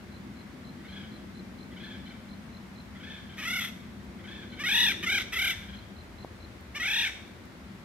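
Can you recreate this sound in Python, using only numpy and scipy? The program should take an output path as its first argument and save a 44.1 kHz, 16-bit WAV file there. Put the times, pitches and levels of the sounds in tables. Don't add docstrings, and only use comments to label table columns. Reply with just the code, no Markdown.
import sys
import numpy as np
from scipy import signal
from scipy.fft import rfft, irfft, next_fast_len
from scipy.io import wavfile

SR = 44100
rng = np.random.default_rng(int(sys.argv[2]) if len(sys.argv) > 2 else 0)


def master_out(mix):
    frames = np.transpose(np.atleast_2d(mix))
    ceiling = np.clip(frames, -1, 1)
    pcm = np.round(ceiling * 32767).astype(np.int16)
    wavfile.write(sys.argv[1], SR, pcm)


N = 345744
TIME = np.arange(N) / SR
CUTOFF_HZ = 15600


def from_db(db):
    return 10 ** (np.asarray(db) / 20)


def rms_one(x):
    return x / np.sqrt(np.mean(x ** 2) + 1e-20)


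def in_time(rows, t):
    s, *columns = np.transpose(rows)
    return [np.interp(t, s, column) for column in columns]


def at_hz(points, hz, axis=1):
    points = np.array(points)
    return np.interp(np.log(np.maximum(hz, 1)), np.log(points[:, 0]), points[:, axis])


def shaped(x, response):
    size = next_fast_len(x.shape[-1] + SR // 10)
    hz = np.arange(size // 2 + 1) * SR / size
    return irfft(rfft(x, size) * response(hz), size)[..., :x.shape[-1]]


def coloured(x, spectrum):
    return shaped(x, lambda hz: from_db(at_hz(spectrum, hz)))


def wobble(size, rate_hz):
    return rms_one(shaped(rng.standard_normal(size), lambda hz: 1 / (1 + (hz / rate_hz) ** 2)))


def add(track, t, sound):
    start = int(round(t[0] * SR))
    track[start:start + len(sound)] += sound[:N - start]


def near_bird():
    # f/Hz, relative level/dB
    throat_spectrum = [(700, -22.5), (1000, -13.5), (1450, -5), (1800, 0), (2200, 3.5), (2850, -5),
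                       (3600, 3), (4200, -15), (4800, -17.5), (5700, -12), (6900, -24), (8300, -27.5),
                       (9900, -40.5), (11500, -23), (12700, -29.5), (14200, -45)]
    # start/s, summit/s, end/s, start pitch/Hz, summit pitch/Hz, level/dB, trill rate/Hz,
    # full trill pitch swing/share, trill loudness swing/dB, summit roughness/0-1,
    # summit bill opening/dB, third-harmonic lift/dB
    churr_rows = [(3.45, 3.561, 3.606, 654.5, 716, -30.5, 35.5, 0.051, 2.5, .03, -6.5, 1.5),
                  (4.634, 4.801, 4.928, 600, 922.5, -27, 37, 0.0644, 1, 0.15, 7.5, 2.5),
                  (5.06, 5.149, 5.195, 662.5, 776.5, -27, 37.3, 0.061, 2.6, 0.03, -0.5, 3),
                  (5.354, 5.446, 5.527, 648.4, 754, -28.5, 36.5, 0.076, 3, 0.1, -1, 2),
                  (6.796, 6.989, 7.083, 606.5, 882, -29, 37.4, 0.078, 1.5, 0.19, 3.5, 4.5)]
    # middle/s, length/s, top pitch/Hz, level/dB,
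    # roughness/0-1, bill opening/dB
    yelp_rows = [(3.398, 0.061, 634, -37, 0.54, -6.5), (3.437, 0.04, 610, -34.5, 0.5, -6),
                 (3.621, 0.039, 680, -33.5, 0.46, 2.5), (3.651, .032, 695, -34.5, 0.53, 1),
                 (3.685, 0.033, 680, -42, .5, -1), (4.613, 0.05, 596, -33, 0.13, -12),
                 (5.041, .034, 625, -29.5, 0.38, -11), (5.21, 0.041, 751, -33, 0.7, 0.5),
                 (5.34, 0.04, 665, -31.5, 0.56, -4.5), (6.767, 0.044, 602, -32, 0.15, -12)]
    # t/s, echo send level/dB, top treble gain/dB
    echo_and_treble = [(3.4, -13.5, -1), (3.65, -14.5, 8.5), (4.62, -20, -7.5), (4.76, -11.5, 6.5),
                       (4.9, -15, 1), (5.1, -14.5, -3), (5.43, -15, 6.5), (5.53, -13.5, 4),
                       (6.82, -12.5, -7), (6.95, -16.5, 0), (7.06, -10.5, -4)]
    direct, sent = np.zeros(N), np.zeros(N)
    calls = [churr(*row) for row in churr_rows] + [yelp(*row) for row in yelp_rows]
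    for t, pitch_hz, loudness, rough, open_db, third_db in calls:
        echo_db, treble_db = in_time(echo_and_treble, t)
        voice = syrinx(pitch_hz, np.clip(rough, 0, 1), throat_spectrum, third_db)
        call = loudness * bill(voice, open_db, treble_db)
        add(direct, t, call)
        add(sent, t, call * from_db(echo_db))
    return from_the_side(direct + trees(sent))


def churr(start, summit, end, start_hz, top_hz, db, rate_hz, swing, throb_db, top_rough, top_open_db,
          third_db, end_hz=671, loud_lag_s=0.0058, arch=0.064, unevenness=0.00803,
          trill_from_hz=520, trill_full_hz=760, edge_s=0.0041):
    rise_power, fall_power = 1.9, 2.7
    start_db, end_db, fade_power = -5, -4, 5.6
    start_rough, end_rough = 0.08, 0.16
    bill_db_per_hz = 0.045
    t = TIME[int(start * SR):int(end * SR)]
    before = np.clip((summit - t) / (summit - start), 0, 1)
    after = np.clip((t - summit) / (end - summit), 0, 1)

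    rise = (start_hz - top_hz) * before ** rise_power
    fall = (end_hz - top_hz) * after ** fall_power
    arch_hz = top_hz + rise + fall
    level_db = db + start_db * before ** fade_power + end_db * after ** fade_power
    rough = top_rough + (start_rough - top_rough) * before + (end_rough - top_rough) * after ** 2
    open_db = top_open_db - bill_db_per_hz * (top_hz - arch_hz)

    turn = 2 * np.pi * rate_hz * (t - summit)
    trill = np.cos(turn) - arch * np.cos(2 * turn)
    effort = np.clip((arch_hz - trill_from_hz) / (trill_full_hz - trill_from_hz), 0, 1)
    pitch_hz = arch_hz * (1 + effort * swing * trill + unevenness * wobble(len(t), 62))
    throb = throb_db * np.cos(turn - 2 * np.pi * rate_hz * loud_lag_s)
    edges = np.minimum(1, np.minimum(t - t[0], t[-1] - t) / edge_s)
    return t, pitch_hz, from_db(level_db + throb) * edges, rough, open_db, third_db


def yelp(s, length_s, top_hz, db, rough, open_db, third_db=-2, droop=0.1746):
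    t = TIME[int((s - length_s / 2) * SR):int((s + length_s / 2) * SR)]
    away = np.linspace(-1, 1, len(t)) ** 2
    return t, top_hz * (1 - droop * away), from_db(db) * (1 - away), rough, open_db, third_db


def syrinx(pitch_hz, rough, throat, third_db=0, jitter=0.0044, rough_jitter=0.0484, jitter_hz=450,
           shimmer=0.59, rasp=1.0, flutter_db=2, flutter_hz=70, air_db=-23, air_hz=7000):
    size = len(pitch_hz)
    shaky_hz = pitch_hz * (1 + (jitter + rough_jitter * rough) * wobble(size, jitter_hz))
    phase = 2 * np.pi * np.cumsum(shaky_hz) / SR

    k = np.arange(1, 25)[:, None]
    flutter = flutter_db * wobble((len(k), size), flutter_hz)
    gains = from_db(at_hz(throat, k * pitch_hz) + flutter + third_db * (k == 3))
    gains = gains * (k * pitch_hz < CUTOFF_HZ)
    harmonics = gains * np.sin(k * phase + rng.uniform(0, 2 * np.pi, k.shape))
    tone = harmonics.sum(0) / np.sqrt((gains ** 2).sum(0) / 2)
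    tone = tone * (1 + shimmer * rough * wobble(size, jitter_hz))

    pulsed_noise = rng.standard_normal(size) * (1 + np.cos(phase))
    hiss = rms_one(coloured(pulsed_noise, throat))
    fine = rms_one(shaped(hiss, lambda hz: 1 - 1 / (1 + (hz / air_hz) ** 8)))
    voice = (tone + rasp * rough * hiss) / np.sqrt(1 + (rasp * rough) ** 2)
    return voice + from_db(air_db) * fine


def bill(voice, open_db, treble_db, bill_hz=3690, width_hz=620, treble_hz=9600):
    upper = shaped(voice, lambda hz: np.exp(-((hz - bill_hz) / width_hz) ** 2))
    treble = shaped(voice, lambda hz: 1 - 1 / (1 + (hz / treble_hz) ** 10))
    return voice + (from_db(open_db) - 1) * upper + (from_db(treble_db) - 1) * treble


def trees(x, early_s=0.017, late_db=-2, t60_s=0.61, first_s=0.0065, alike=0.36):
    # f/Hz, gain/dB
    echo_colour = [(700, 7), (2200, 3.5), (2900, 2), (3600, 5.5), (4500, 6.5), (5700, 8), (9000, 10),
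                   (12000, 1.5)]
    t = TIME[:SR]
    hits = rng.standard_normal((3, SR)) * (rng.random(SR) < 900 / SR)
    trunks = hits * np.exp(-t / early_s) * (t > first_s)
    wood = rng.standard_normal((3, SR)) * from_db(-60 * t / t60_s) * (1 - np.exp(-t / early_s))
    paths = (rms_one(trunks) + from_db(late_db) * rms_one(wood)) / np.sqrt(SR)
    paths = np.sqrt(alike) * paths[0] + np.sqrt(1 - alike) * paths[1:]
    return signal.fftconvolve(np.atleast_2d(x), coloured(paths, echo_colour), axes=1)[:, :N]


def from_the_side(x):
    # f/Hz, left phase lag/rad, left-right level/dB
    port_rows = [(800, 0.47, 2), (1630, 0.73, -0.5), (2100, 0.45, -1.5), (3070, 0.76, 5), (3760, 1.99, 1.5),
                 (6200, 2.08, 1.5), (8160, 4.7, 1.5), (12200, 6.3, -1)]

    def ports(hz):
        half_gain = from_db(at_hz(port_rows, hz, axis=2) / 2)
        half = half_gain * np.exp(-0.5j * at_hz(port_rows, hz))
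        return np.array([half, 1 / half])
    return shaped(x, ports)


def far_bird(level_db=2, half_s=0.015, droop=0.251, rough=0.04, echo_db=-7,
             third_db_per_hz=0.07, third_from_hz=780):
    # f/Hz, relative level/dB
    far_throat = [(800, -20.5), (1300, -1), (1650, 0.5), (2200, 4.5), (2700, -11), (3100, 2.5), (3500, 2.5),
                  (4000, -11), (5600, -21), (8000, -46), (14000, -71)]
    out = np.zeros(N)
    for s, top_hz, db in far_notes():
        t = TIME[int((s - half_s) * SR):int((s + half_s) * SR)]
        away = np.linspace(-1, 1, len(t)) ** 2
        third_db = third_db_per_hz * max(0, third_from_hz - top_hz)
        voice = syrinx(top_hz * (1 - droop * away), rough, far_throat, third_db)
        add(out, t, from_db(db + level_db) * np.sqrt(1 - away) * voice)
    return from_the_side(out + from_db(echo_db) * trees(out, early_s=0.051, late_db=-2, t60_s=0.73))


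def far_notes(note_count=7, uneven_db=1.7, lead_s=0.014, summit=0.62, sag=0.62, fade_db=-18):
    # middle note/s, note spacing/s, summit pitch/Hz, relative level/dB
    far_churrs = [(.933, 0.037, 853, -51), (1.845, 0.035, 889, -49), (3.078, .0337, 897, -48.5),
                  (4.322, .0353, 893, -50), (5.492, 0.046, 905, -49)]
    # t/s, spacing/s, top pitch/Hz, relative level/dB
    far_pairs = [(2.07, .043, 780, -53.5), (3.303, .034, 800, -54.5), (4.533, 0.05, 781, -51),
                 (5.696, 0.047, 825, -51.5)]
    notes = []
    for middle, gap, top_hz, db in far_churrs:
        for k in range(note_count):
            away = (k / (note_count - 1) - summit) ** 2
            s = middle + (k - note_count // 2) * gap - lead_s * (k == 0)
            note_db = db + fade_db * away + uneven_db * rng.standard_normal()
            notes.append((s, top_hz * (1 - sag * away), note_db))
    pairs = [(s + k * gap, top_hz, db) for s, gap, top_hz, db in far_pairs for k in range(2)]
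    return notes + pairs


def cricket(pitch_hz=4080, stroke_count=3, stroke_s=0.021, half_s=0.0074, sag=0.008, growth_db=1.7,
            climb_hz=12, uneven_hz=14, uneven_db=0.6, echo_db=-18):
    # start/s, chirp count, chirp spacing/s, first-stroke level/dB
    bouts = [(.125, 2, .248, -56), (.652, 10, .2346, -54.5), (4.503, 1, .23, -54.5), (5.75, 4, .219, -54)]
    out = np.zeros(N)
    chirps = [(s + i * gap, db) for s, count, gap, db in bouts for i in range(int(round(count)))]
    for s, db in chirps:
        for k, (off_pitch, off_level) in enumerate(rng.standard_normal((stroke_count, 2))):
            middle = s + k * stroke_s
            t = TIME[int((middle - half_s) * SR):int((middle + half_s) * SR)]
            along = np.linspace(-1, 1, len(t))
            stroke_hz = (pitch_hz + climb_hz * k + uneven_hz * off_pitch) * (1 - sag * along)
            tone = np.sin(2 * np.pi * np.cumsum(stroke_hz) / SR)
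            level = from_db(db + growth_db * k + uneven_db * off_level)
            add(out, t, level * np.cos(along * np.pi / 2) * tone)
    return out + from_db(echo_db) * trees(out)


def knock(start_s=6.247, level_db=-16, ring_hz=680, t60_s=0.003, soft_hz=1100):
    t = np.maximum(TIME - start_s, 0)
    decay_db = np.minimum(60 * t / t60_s, 200)
    ring = -np.sin(2 * np.pi * ring_hz * t) * from_db(level_db - decay_db)
    return signal.sosfilt(signal.butter(4, soft_hz, fs=SR, output="sos"), ring)


def bark_ticks(level_db=-6, t60_s=0.0099, low_hz=2200):
    # t/s, relative level/dB
    ticks = [(4.0485, -50), (6.04, -55), (6.2494, -48), (6.4714, -54), (6.6094, -47), (7.2794, -48),
             (7.4544, -47)]
    out, t = np.zeros(N), TIME[:SR // 20]
    for s, db in ticks:
        decay = from_db(db + level_db - 60 * t / t60_s)
        add(out, s + t, decay * rng.standard_normal(len(t)))
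    return signal.sosfilt(signal.butter(2, low_hz, "high", fs=SR, output="sos"), out)


def background(deep_hz=130, upper_hz=280, uneven_db=0.07, lag_s=0.00016, pan_db=2.5,
               air_db=-53, air_pan_db=1):
    # f/Hz, relative density/dB
    rumble_spectrum = [(16, -49), (28, -10), (46, -7.5), (64, 0.5), (113, -4), (139, -9), (173, -5),
                       (194, 1.5), (229, -3.5), (257, -4.5), (296, -12), (346, -8.5), (453, -20.5),
                       (600, -23), (780, -34.5), (1320, -120)]
    # f/Hz, relative density/dB
    air_spectrum = [(300, -15.5), (480, 1), (1000, -1), (2100, -2), (2700, -8), (4000, -10), (5000, -14),
                    (9000, -22), (13000, -24), (15500, -30)]
    # t/s, deep level/dB, middle level/dB, upper level/dB
    swell = [(0.0, -53, -47.0, -56.0), (1.7, -51, -46.5, -54.5), (2.4, -51, -47.5, -59.5),
             (3.6, -53, -46.5, -58.5), (4.5, -51, -48, -53), (5.05, -51.5, -46.0, -49),
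             (5.35, -48.5, -54.5, -51.5), (5.65, -46.5, -50, -60.5), (6.15, -48.5, -53.5, -55.0),
             (6.5, -50, -54, -56), (7.4, -55, -52.5, -55.5), (7.84, -52.5, -47.5, -59.5)]
    rumble = wide_noise(rumble_spectrum)
    deep = shaped(rumble, lambda hz: 1 / (1 + (hz / deep_hz) ** 10))
    upper = shaped(rumble, lambda hz: 1 - 1 / (1 + (hz / upper_hz) ** 10))
    low = np.zeros((2, N))
    for part, level_db in zip([deep, rumble - deep - upper, upper], in_time(swell, TIME)):
        low += rms_one(part) * from_db(level_db + uneven_db * wobble(N, 16.0))
    low = np.array([np.interp(TIME - lag_s, TIME, low[0]), low[1]])
    air = wide_noise(air_spectrum) * from_db(air_db)
    low_pan = from_db([[pan_db / 2], [-pan_db / 2]])
    air_pan = from_db([[air_pan_db / 2], [-air_pan_db / 2]])
    return low * low_pan + air * air_pan


def wide_noise(spectrum):
    # f/Hz, left-right correlation
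    likeness = [(60, 0.95), (220, 0.92), (500, 0.55), (1500, 0.06), (4000, 0.033), (12000, 0.1)]

    def alike(hz):
        return np.clip(at_hz(likeness, hz), -1, 1)
    mid, side = coloured(rng.standard_normal((2, N)), spectrum)
    mid = shaped(mid, lambda hz: np.sqrt(1 + alike(hz)))
    side = shaped(side, lambda hz: np.sqrt(1 - alike(hz)))
    return rms_one(np.array([mid + side, mid - side]))


def scene():
    return near_bird() + far_bird() + cricket() + knock() + bark_ticks() + background()


def record(dry, bass_cut_hz=48):
    thinned = signal.sosfilt(signal.butter(3, bass_cut_hz, "high", fs=SR, output="sos"), dry)
    return signal.sosfilt(signal.ellip(10, 0.1, 80, CUTOFF_HZ, fs=SR, output="sos"), thinned)


dry = scene()
out = record(dry)
master_out(out)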